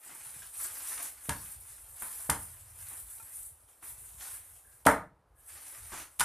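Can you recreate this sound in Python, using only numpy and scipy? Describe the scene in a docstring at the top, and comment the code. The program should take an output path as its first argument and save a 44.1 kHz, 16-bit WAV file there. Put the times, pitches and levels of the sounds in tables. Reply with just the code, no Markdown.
"""In a small hard-walled room, a heavy cleaver chops a raw chicken four times on a wooden block.
Each chop layers a low push through the meat, a crack of skin and bone, and the edge knocking on ringing wood.
Behind it, thin plastic bags are pulled and gathered: dense random snaps make their hiss and crinkle.
Nudges, soft bumps, squeaks, a passing hum and one light clink fill in over low rumble and soft room tone."""
import sys
import numpy as np
from scipy import signal
from scipy.fft import rfft, irfft
from scipy.io import wavfile
from scipy.ndimage import uniform_filter1d

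SR = 44100
rng = np.random.default_rng(int(sys.argv[2]) if len(sys.argv) > 2 else 0)


def materialize(psi):
    """Save the field psi as 16-bit PCM at rate SR to the path in sys.argv[1].

    A 1-D psi becomes a single channel; in a 2-D psi each row is a channel.
    """
    bounded = np.clip(np.atleast_2d(psi).T, -1, 1)
    quanta = np.round(bounded * 32767).astype(np.int16)
    wavfile.write(sys.argv[1], SR, quanta)


N = 275251  # length in samples

# Hands pulling or gathering a bag: (start [s], length [s], hiss of sliding film [dB], crumpling [dB])
GRIPS = [(0, 0.47, -53.5, -61.5), (0.526, 0.08, -45, -55), (0.592, 0.068, -43.5, -50.5),
         (0.673, 0.16, -47.5, -57), (0.827, 0.16, -42.5, -52), (0.971, 0.089, -43, -53),
         (1.193, 0.33, -50.5, -61.5), (1.656, 0.072, -53.5, -64), (1.939, .32, -47, -61.5),
         (2.34, 0.13, -51.5, -64.5), (2.741, 0.26, -50, -64), (3.037, 0.38, -52.5, -68.5),
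         (3.295, 0.16, -49.5, -80), (3.672, 0.028, -60, -72.5), (3.811, 0.087, -48.5, -60.5),
         (3.92, 0.28, -55, -69), (4.168, 0.11, -47, -54.5), (4.287, 0.077, -47.5, -61.5),
         (4.362, 0.21, -59, -71.5), (5.449, 0.55, -53, -61), (5.879, 0.13, -54.5, -53.5)]
# The film tightens, more slowly in a long pull, then settles when the hand stops.
GRIP_RISE_SHARE, GRIP_RISE_MAX_S, GRIP_RELEASE_S = 0.38, 0.05, 0.027
# Faint rustle between grips, sinking almost to silence after the third chop, then returning:
# (time [s], hiss level [dB])
RUSTLE = [(0, -58.5), (.4, -55), (2.6, -56), (3.42, -63), (3.58, -67), (4.8, -63.5), (5.05, -96.5),
          (5.3, -91), (5.41, -63), (6.2, -64.5)]
RUSTLE_CRUMPLE_DB = -12.5  # its crumpling against its hiss
# Spectrum of film hissing: (frequency [Hz], level [dB])
HISS_SPECTRUM = [(500, -37.5), (2000, -25.5), (4500, -34.5), (6500, -17), (8000, -4), (9400, 2),
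                 (10600, 0.5), (12200, -4), (14400, -7)]
# Spectrum of film folding: (frequency [Hz], level [dB])
CRUMPLE_SPECTRUM = [(100, -13.5), (200, -20.5), (290, -6.5), (400, -11.5), (750, -3.5), (1500, -0.5),
                    (2200, -2.5), (3000, -5.5), (4500, -6.5), (7000, -3.5), (14000, -23.5)]
# Single creases snapping above the hiss: (time [s], level [dB])
SNAPS = [(.1502, -22.5), (0.307, -25), (2.8866, -20.5)]

# Spectrum of the low rumble: (frequency [Hz], level [dB])
RUMBLE_SPECTRUM = [(20, -47), (35, -13), (50, 3), (85, -0.5), (120, -8), (180, -25.5), (600, -53)]
RUMBLE_IN_S = 1
# Spectrum of the surroundings: (frequency [Hz], level [dB])
ROOM_TONE_SPECTRUM = [(150, -13.5), (450, -4.5), (800, -3), (1300, -7), (2600, -22.5), (14000, -37)]
ROOM_TONE_DB = -73

# Meat, blade and bags shifted or set down: (time [s], level [dB], length [s], tilt [dB per octave])
NUDGES = [(.063, -55.5, 0.0037, -2), (.09, -61, 0.081, -3), (.3397, -53, 0.016, 2),
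          (2.0222, -31.5, 0.0015, 4.5), (2.021, -47, 0.0093, -6.5), (2.9, -56.5, 0.041, 0),
          (3.8255, -52, 0.017, 0.5), (5.918, -48.5, 0.033, -4.5), (5.975, -52.5, 0.057, 2)]
# Spectrum of a nudge: (frequency [Hz], level [dB])
NUDGE_SPECTRUM = [(80, -8.5), (220, -11), (340, -4.5), (480, -15), (900, -2.5), (1500, -3.5), (2400, -6),
                  (5000, -30), (9500, -2.5), (14500, -13.5)]
# Soft bumps through the floor as the two people shift their weight: (time [s], level [dB])
BUMPS = [(0.265, -17), (0.361, -11), (3.979, -16.5), (4.144, -14)]
# Faint brief tones, perhaps squeaks of wet steel and film:
# (time [s], frequency [Hz], level [dB], length [s])
SQUEAKS = [(0.419, 1660, -52, 0.022), (2.531, 975, -69, 0.09), (4.642, 1634, -68.5, .13),
           (5.356, 1700, -74, 0.071)]

# Blows, the last chop catching twice; where the edge lands sets the clack's pitch:
# (time [s], thump into the floor [dB], body of the block [dB], body tilt [dB per octave],
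#  knock of the edge [dB], ringing [dB], lead of the thump [s], clack [Hz], clack [dB])
CHOPS = [(1.2918, 10, 4, -9.5, 0.5, -43, 0.0048, 1630, -33),
         (2.296, 11, 5, -3.5, 11.5, -40.5, 0.0038, 1210, -33),
         (4.8693, 13, 20.5, 4, 25, -31, 0.0062, 1349, -15.5),
         (6.2061, -2, -8, -12, 9.5, -47, 0.0062, 1400, -28), (6.211, 1, -7, -17, 3, -44, 0.0066, 1490, -21)]
# Spectrum of a push into the floor: (frequency [Hz], level [dB])
THUMP_SPECTRUM = [(25, -45), (45, -9.5), (60, 0), (115, -0.5), (180, -5.5), (240, -26.5), (500, -40.5),
                  (2000, -72)]
# Spectrum of the block's body: (frequency [Hz], level [dB])
BODY_SPECTRUM = [(60, -37.5), (185, 1), (230, -8), (275, 3.5), (330, -2.5), (385, -17.5), (445, 2),
                 (520, -8.5), (600, 5), (720, -3.5), (1100, -23), (3000, -55.5)]
# Spectrum of the edge on wood: (frequency [Hz], level [dB])
KNOCK_SPECTRUM = [(200, -41), (650, -30), (790, -3.5), (900, 2.5), (1100, -9), (1400, -3), (2050, -9.5),
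                  (2600, -30), (4000, -35.5), (14000, -50)]
CLACK_T60_S = 0.018
# Ringing modes of block and blade: (frequency [Hz], relative level [dB], t60 [s])
RING_MODES = [(277, -5, 0.27), (322.5, -7.5, 0.44), (450, -5.5, 0.3), (590, -1.5, 0.22), (755, -2.5, 0.31),
              (904, 8.5, .18), (936, 1.5, 0.18), (1023, -1.5, 0.16), (1234, -4.5, 0.15), (1338, -7.5, 0.15),
              (1398, -6.5, 0.14), (1500, -7.5, 0.13), (1635, -6, .15), (1674, -2, .19), (1806, -4, .12),
              (2087, -3.5, .16)]
BODY_TOP_HZ = 820  # lower modes belong to the mass of the block, higher ones answer the edge
FOCUS_DB, FOCUS_OCTAVES = 8.5, 0.15  # the place of the blow favours the modes near its clack
RING_ROUGH = 0.45  # share of unevenness, as meat and hand press on the ringing parts
# Skin and bone giving way: (time [s], level [dB], length [s], tilt [dB per octave])
CRACKS = [(1.2928, -27, 0.0042, -7), (2.2982, -22.5, 0.0069, -4), (4.8525, -39, 0.012, -9.5),
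          (4.8656, -21, 0.0034, -5.5), (6.1915, -45, 0.0086, -4.5), (6.1963, -25.5, 0.0057, -5),
          (6.2005, -34, 0.0031, -7.5), (6.2055, -24.5, 0.011, -6.5)]
# Spectrum of a crack: (frequency [Hz], level [dB])
CRACK_SPECTRUM = [(300, -34), (650, -29.5), (950, -12.5), (1500, -19.5), (3200, -10.5), (4300, -11.5),
                  (6200, -8), (7800, -1.5), (9500, 7), (12000, -0.5), (14500, -5.5)]

HUM_HZ, HUM_DB = 86.3, -60.5
HUM_START_S, HUM_RISE_S, HUM_HOLD_S, HUM_FADE_DB_PER_S = 2.2, 0.12, 0.47, 38
CLINK_S = 3.1995
# Ringing of steel touched lightly once: (frequency [Hz], level [dB], t60 [s])
CLINK_PARTIALS = [(899, -56, .18), (1362, -51.5, .11), (2449, -58, .11)]

# Decay of the room: (frequency [Hz], t60 [s])
ROOM_DECAY = [(60, 0.61), (105, 0.52), (180, 0.31), (800, 0.3), (2000, 0.27), (5000, 0.25), (14000, 0.24)]
# Stereo width of the reflections: (frequency [Hz], side against mid [dB])
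WIDTH = [(2700, -78), (4000, -41), (6000, -7), (8000, -2.5), (14000, -2)]
EDGE_HZ = 14350  # top of the final band


def gain(db):
    """Turn decibels into an amplitude factor."""
    return 10 ** (np.asarray(db) / 20)


def evened(x):
    """Scale to unit RMS level."""
    return x / np.sqrt(np.mean(x ** 2) + 1e-20)


def read_curve(points, hz):
    """Join the points with straight lines on a log-frequency axis."""
    f, value = np.transpose(points)
    return np.interp(np.log(hz + 1), np.log(f + 1), value)


def add(mix, s, sound):
    """Lay a sound into the mix at s seconds, cut at the end of the mix."""
    part = mix[round(s * SR):][:len(sound)]
    part += sound[:len(part)]


def pulse(points, tilt_db=0, from_hz=1000, size=8192):
    """The tightest causal click with the given spectrum (minimum phase), tilted above from_hz."""
    hz = np.fft.rfftfreq(size, 1 / SR)
    octaves = np.log2(np.maximum(hz / from_hz, 1))
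    cepstrum = irfft(np.log(gain(read_curve(points, hz) + tilt_db * octaves)))
    # folding the cepstrum forward in time gathers the energy at the front
    cepstrum[1:size // 2] *= 2
    cepstrum[size // 2 + 1:] = 0
    return irfft(np.exp(rfft(cepstrum)))[:size // 2]


def unit_pulse(points, tilt_db=0):
    """A pulse scaled to unit energy."""
    click = pulse(points, tilt_db)
    return click / np.linalg.norm(click)


def colour(x, points):
    """Filter a sound to the given spectrum."""
    return signal.oaconvolve(x, pulse(points))[:len(x)]


def smooth(x, first, second):
    """Two moving averages along time, with lengths in samples."""
    return uniform_filter1d(uniform_filter1d(x, first), second)


def wander(size):
    """Slow random drift scaled to unit spread, with bounded swing, smoothed over about size samples."""
    return np.clip(evened(smooth(rng.standard_normal(N), size, size * 2 // 3)), -2, 2)


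def ports(mid, side):
    """Two close microphone ports differ only in the treble."""
    return mid + np.array([[1], [-1]]) * colour(side, WIDTH)


def room(x, wet_db, build_s=0.0029):
    """Direct sound plus reflections that thicken quickly, each band dying at its own speed."""
    hz, t, z = signal.stft(rng.choice([-1., 1.], (2, SR // 2)), SR, nperseg=256)
    decay = gain(-60 * t / read_curve(ROOM_DECAY, hz)[:, None])
    tail = signal.istft(z * decay, SR, nperseg=256)[1]
    build = 1 - np.exp(-(np.arange(tail.shape[1]) / SR / build_s) ** 2)
    z = rfft(tail * build)
    # flatten the broad spectrum: the walls favour no band
    window = signal.windows.hann(64)[None]
    z /= np.sqrt(signal.convolve(abs(z) ** 2, window, "same", "direct"))
    keep = SR * 2 // 5
    tail = irfft(z)[:, :keep] * np.sqrt(build[:keep])
    tail /= np.linalg.norm(tail[0])
    mid, side = signal.oaconvolve(x[None], tail, axes=1)[:, :N] * gain(wet_db)
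    return ports(x + mid, side)


def moving(x, wet_db, count=10, places_per_s=45):
    """A moving source crossfades through several sets of reflections in turn."""
    place = np.arange(N) / SR * places_per_s
    wet = 0
    for k in range(count):
        share = np.sin(np.pi / 2 * np.minimum((place - k) % count, 2)) ** 2
        wet = wet + room(x * share, wet_db, build_s=0.00083)
    return wet


def bursts(rows, spectrum, fall):
    """Each row is a quick run of tiny ruptures or slips that weakens toward its end."""
    out = np.zeros(N)
    for s, db, length, tilt_db in rows:
        u = np.linspace(0, 1, max(round(length * SR), 8))
        z = rfft(rng.standard_normal(len(u)) * np.exp(-fall * u), 2 * len(u))
        flat = irfft(z / abs(z))[:len(u)]  # the run has no pitch of its own
        run = evened(flat * signal.windows.tukey(len(u), .1))
        add(out, s, gain(db) * np.convolve(run, unit_pulse(spectrum, tilt_db)))
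    return out


def grip(start, length):
    """Rise, hold and release of one hand movement."""
    t = np.arange(N) / SR - start
    rise = np.clip(t / min(GRIP_RISE_SHARE * length, GRIP_RISE_MAX_S), 0, 1)
    return rise * np.exp(-np.clip((t - length) / GRIP_RELEASE_S, 0, 20))


def crinkle(spectrum, level_db, per_s, spread_db, clump_db):
    """Thousands of little buckles in plastic film, of uneven size and coming in clumps."""
    size = gain(spread_db * np.minimum(rng.exponential(1, N), 5)) * rng.choice([-1, 1], N)
    happens = rng.random(N) < per_s / SR
    snaps = size * happens * gain(clump_db * wander(size=500))
    return evened(colour(snaps, spectrum)) * gain(level_db)


def facets(x, patch_db=1.65):
    """As the film folds, its facets change size, so its colour shifts in brief patches."""
    z = signal.stft(x, nperseg=256)[2]
    patches = rng.standard_normal(z.shape)
    for _ in range(2):
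        patches = uniform_filter1d(patches, size=5, axis=0)  # across frequency
        patches = uniform_filter1d(patches, size=9, axis=1)  # across time
    return signal.istft(z * evened(gain(patch_db * evened(patches))), nperseg=256)[1][:N]


def bags():
    """Film sliding on film hisses; folding it crackles lower down. Every grip drives both."""
    slide = gain(np.interp(np.arange(N) / SR, *np.transpose(RUSTLE))) ** 2  # power
    fold = slide * gain(RUSTLE_CRUMPLE_DB) ** 2
    for start, length, hiss_db, crumple_db in GRIPS:
        power = grip(start, length) ** 2
        slide = slide + power * gain(hiss_db) ** 2
        fold = fold + power * gain(crumple_db) ** 2
    hiss = crinkle(HISS_SPECTRUM, 10 * np.log10(slide), per_s=5500, spread_db=2.8, clump_db=2.3)
    folds = crinkle(CRUMPLE_SPECTRUM, 10 * np.log10(fold), per_s=2000, spread_db=3.0, clump_db=2.0)
    return moving(facets(hiss + folds) + creases(), wet_db=2.5)


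def rumble(level_db=-65.0, lump_db=4.2, swell_db=3.0):
    """Low-coloured noise, lumpy from quick and slow drifts in level, that swells in at the start."""
    drift_db = lump_db * wander(size=1500) + swell_db * wander(size=7000)
    noise = evened(colour(rng.standard_normal(N) * gain(drift_db), RUMBLE_SPECTRUM))
    swell_in = np.minimum(np.sqrt(np.arange(N) / SR / RUMBLE_IN_S), 1)
    return gain(level_db) * noise * swell_in


def room_tone():
    """A steady, soft wash of coloured noise, heard when the rustle sinks."""
    return gain(ROOM_TONE_DB) * evened(colour(rng.standard_normal(N), ROOM_TONE_SPECTRUM))


def handling():
    """Meat, blade and bags shift in short runs of slips."""
    return moving(bursts(NUDGES, NUDGE_SPECTRUM, fall=1.3), wet_db=4.0, count=4)


def creases():
    """A taut crease flips over with one sharp, bright tick."""
    out, tick = np.zeros(N), unit_pulse(HISS_SPECTRUM)
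    for s, db in SNAPS:
        add(out, s, gain(db) * tick)
    return out


def bumps(tilt_db=4.0):
    """Light pushes excite the thump of the floor, with less weight than a chop."""
    out = np.zeros(N)
    for s, db in BUMPS:
        add(out, s, gain(db) * pulse(THUMP_SPECTRUM, tilt_db, from_hz=64))
    return room(out, wet_db=-0.5)


def squeaks(waver=0.015, sag=0.03):
    """Brief tones that start quickly, then sag, waver and break up as they fade."""
    out = np.zeros(N)
    for s, hz, db, length in SQUEAKS:
        u = np.linspace(0, 1, round(length * SR))
        drift, contact = uniform_filter1d(rng.standard_normal((2, len(u))), size=450, axis=1)
        pitch = hz * (1 + sag * (.5 - u) + waver * evened(drift))
        level = gain(db) * np.sin(np.pi * np.sqrt(u)) * evened(contact)
        add(out, s, level * np.sin(2 * np.pi * np.cumsum(pitch) / SR))
    return room(out, wet_db=-1)


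def disperse(x, width_hz=800):
    """Bending waves of different pitch travel at different speeds, so a blow spreads over a few cycles."""
    r = np.exp(-np.pi * width_hz / SR)
    for hz in (850, 1350):
        poles = [1, -2 * r * np.cos(2 * np.pi * hz / SR), r * r]
        x = signal.lfilter(poles[::-1], poles, x)  # all-pass: delays without colouring
    return x


def ringing(t, body_db, ring_db, clack_hz, body_ring_db=-53, rise_s=0.0014):
    """Wood and blade ring in decaying modes, roughened by the uneven press of meat and hand."""
    hz, mode_db, t60 = np.transpose(RING_MODES)[:, :, None]
    favour_db = FOCUS_DB * np.exp(-(np.log2(hz / clack_hz) / FOCUS_OCTAVES) ** 2)
    drive_db = np.where(hz < BODY_TOP_HZ, body_db + body_ring_db, ring_db + favour_db)
    waves = np.sin(2 * np.pi * (hz * t + rng.random(hz.shape)))
    modes = gain(drive_db + mode_db - 60 * t / t60) * waves
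    press = evened(smooth(rng.standard_normal(modes.shape), 600, 300))
    modes *= (1 + RING_ROUGH * press) / np.hypot(1, RING_ROUGH)
    return modes.sum(0) * (1 - np.exp(-t / rise_s))


def chops():
    """The meat passes a push to block and floor; then the edge lands with a clack and wood and blade ring."""
    thump, wood, ring = np.zeros((3, N))
    t = np.arange(SR // 2) / SR
    for s, thump_db, body_db, body_tilt_db, knock_db, ring_db, lead, clack_hz, clack_db in CHOPS:
        add(thump, s - lead, gain(thump_db) * pulse(THUMP_SPECTRUM))
        add(wood, s - lead, -gain(body_db) * pulse(BODY_SPECTRUM, body_tilt_db, from_hz=356))
        clack = gain(clack_db - 60 * t / CLACK_T60_S) * np.sin(2 * np.pi * clack_hz * t)
        add(wood, s, -disperse(clack))
        add(wood, s, -gain(knock_db) * disperse(pulse(KNOCK_SPECTRUM)))
        add(ring, s, ringing(t, body_db, ring_db, clack_hz))
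    return room(thump, wet_db=5.5) + room(wood, wet_db=1.06) + ring


def cracks():
    """Skin and bone give way in short, bright runs of ruptures."""
    return moving(bursts(CRACKS, CRACK_SPECTRUM, fall=0.85), wet_db=-1.5, count=4)


def hum():
    """A low, uneven tone that swells, holds and fades, its two phases wandering separately."""
    t = np.arange(N) / SR - HUM_START_S
    fade_db = HUM_FADE_DB_PER_S * np.maximum(t - HUM_RISE_S - HUM_HOLD_S, 0)
    turn = 2 * np.pi * HUM_HZ * t
    tone = evened(wander(size=600) * np.sin(turn) + wander(size=600) * np.cos(turn))
    return np.clip(t / HUM_RISE_S, 0, 1) * gain(HUM_DB - fade_db) * tone


def clink():
    """Lightly touched steel rings in a few partials that die quickly."""
    out, t = np.zeros(N), np.arange(SR // 2) / SR
    for hz, db, t60 in CLINK_PARTIALS:
        add(out, CLINK_S, gain(db - 60 * t / t60) * np.sin(2 * np.pi * hz * t))
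    return out


def scene():
    """The cleaver in front, bags behind, over the low rumble and room tone."""
    behind = bags() + rumble() + room_tone()
    small_sounds = handling() + bumps() + squeaks()
    return behind + small_sounds + chops() + cracks() + hum() + clink()


def record(dry):
    """The recorder's band limit: a steep low-pass at the top of the treble."""
    low_pass = signal.firwin(401, EDGE_HZ, window=("kaiser", 8), fs=SR)
    return signal.oaconvolve(dry, low_pass[None], "same")


dry = scene()
out = record(dry)
materialize(out)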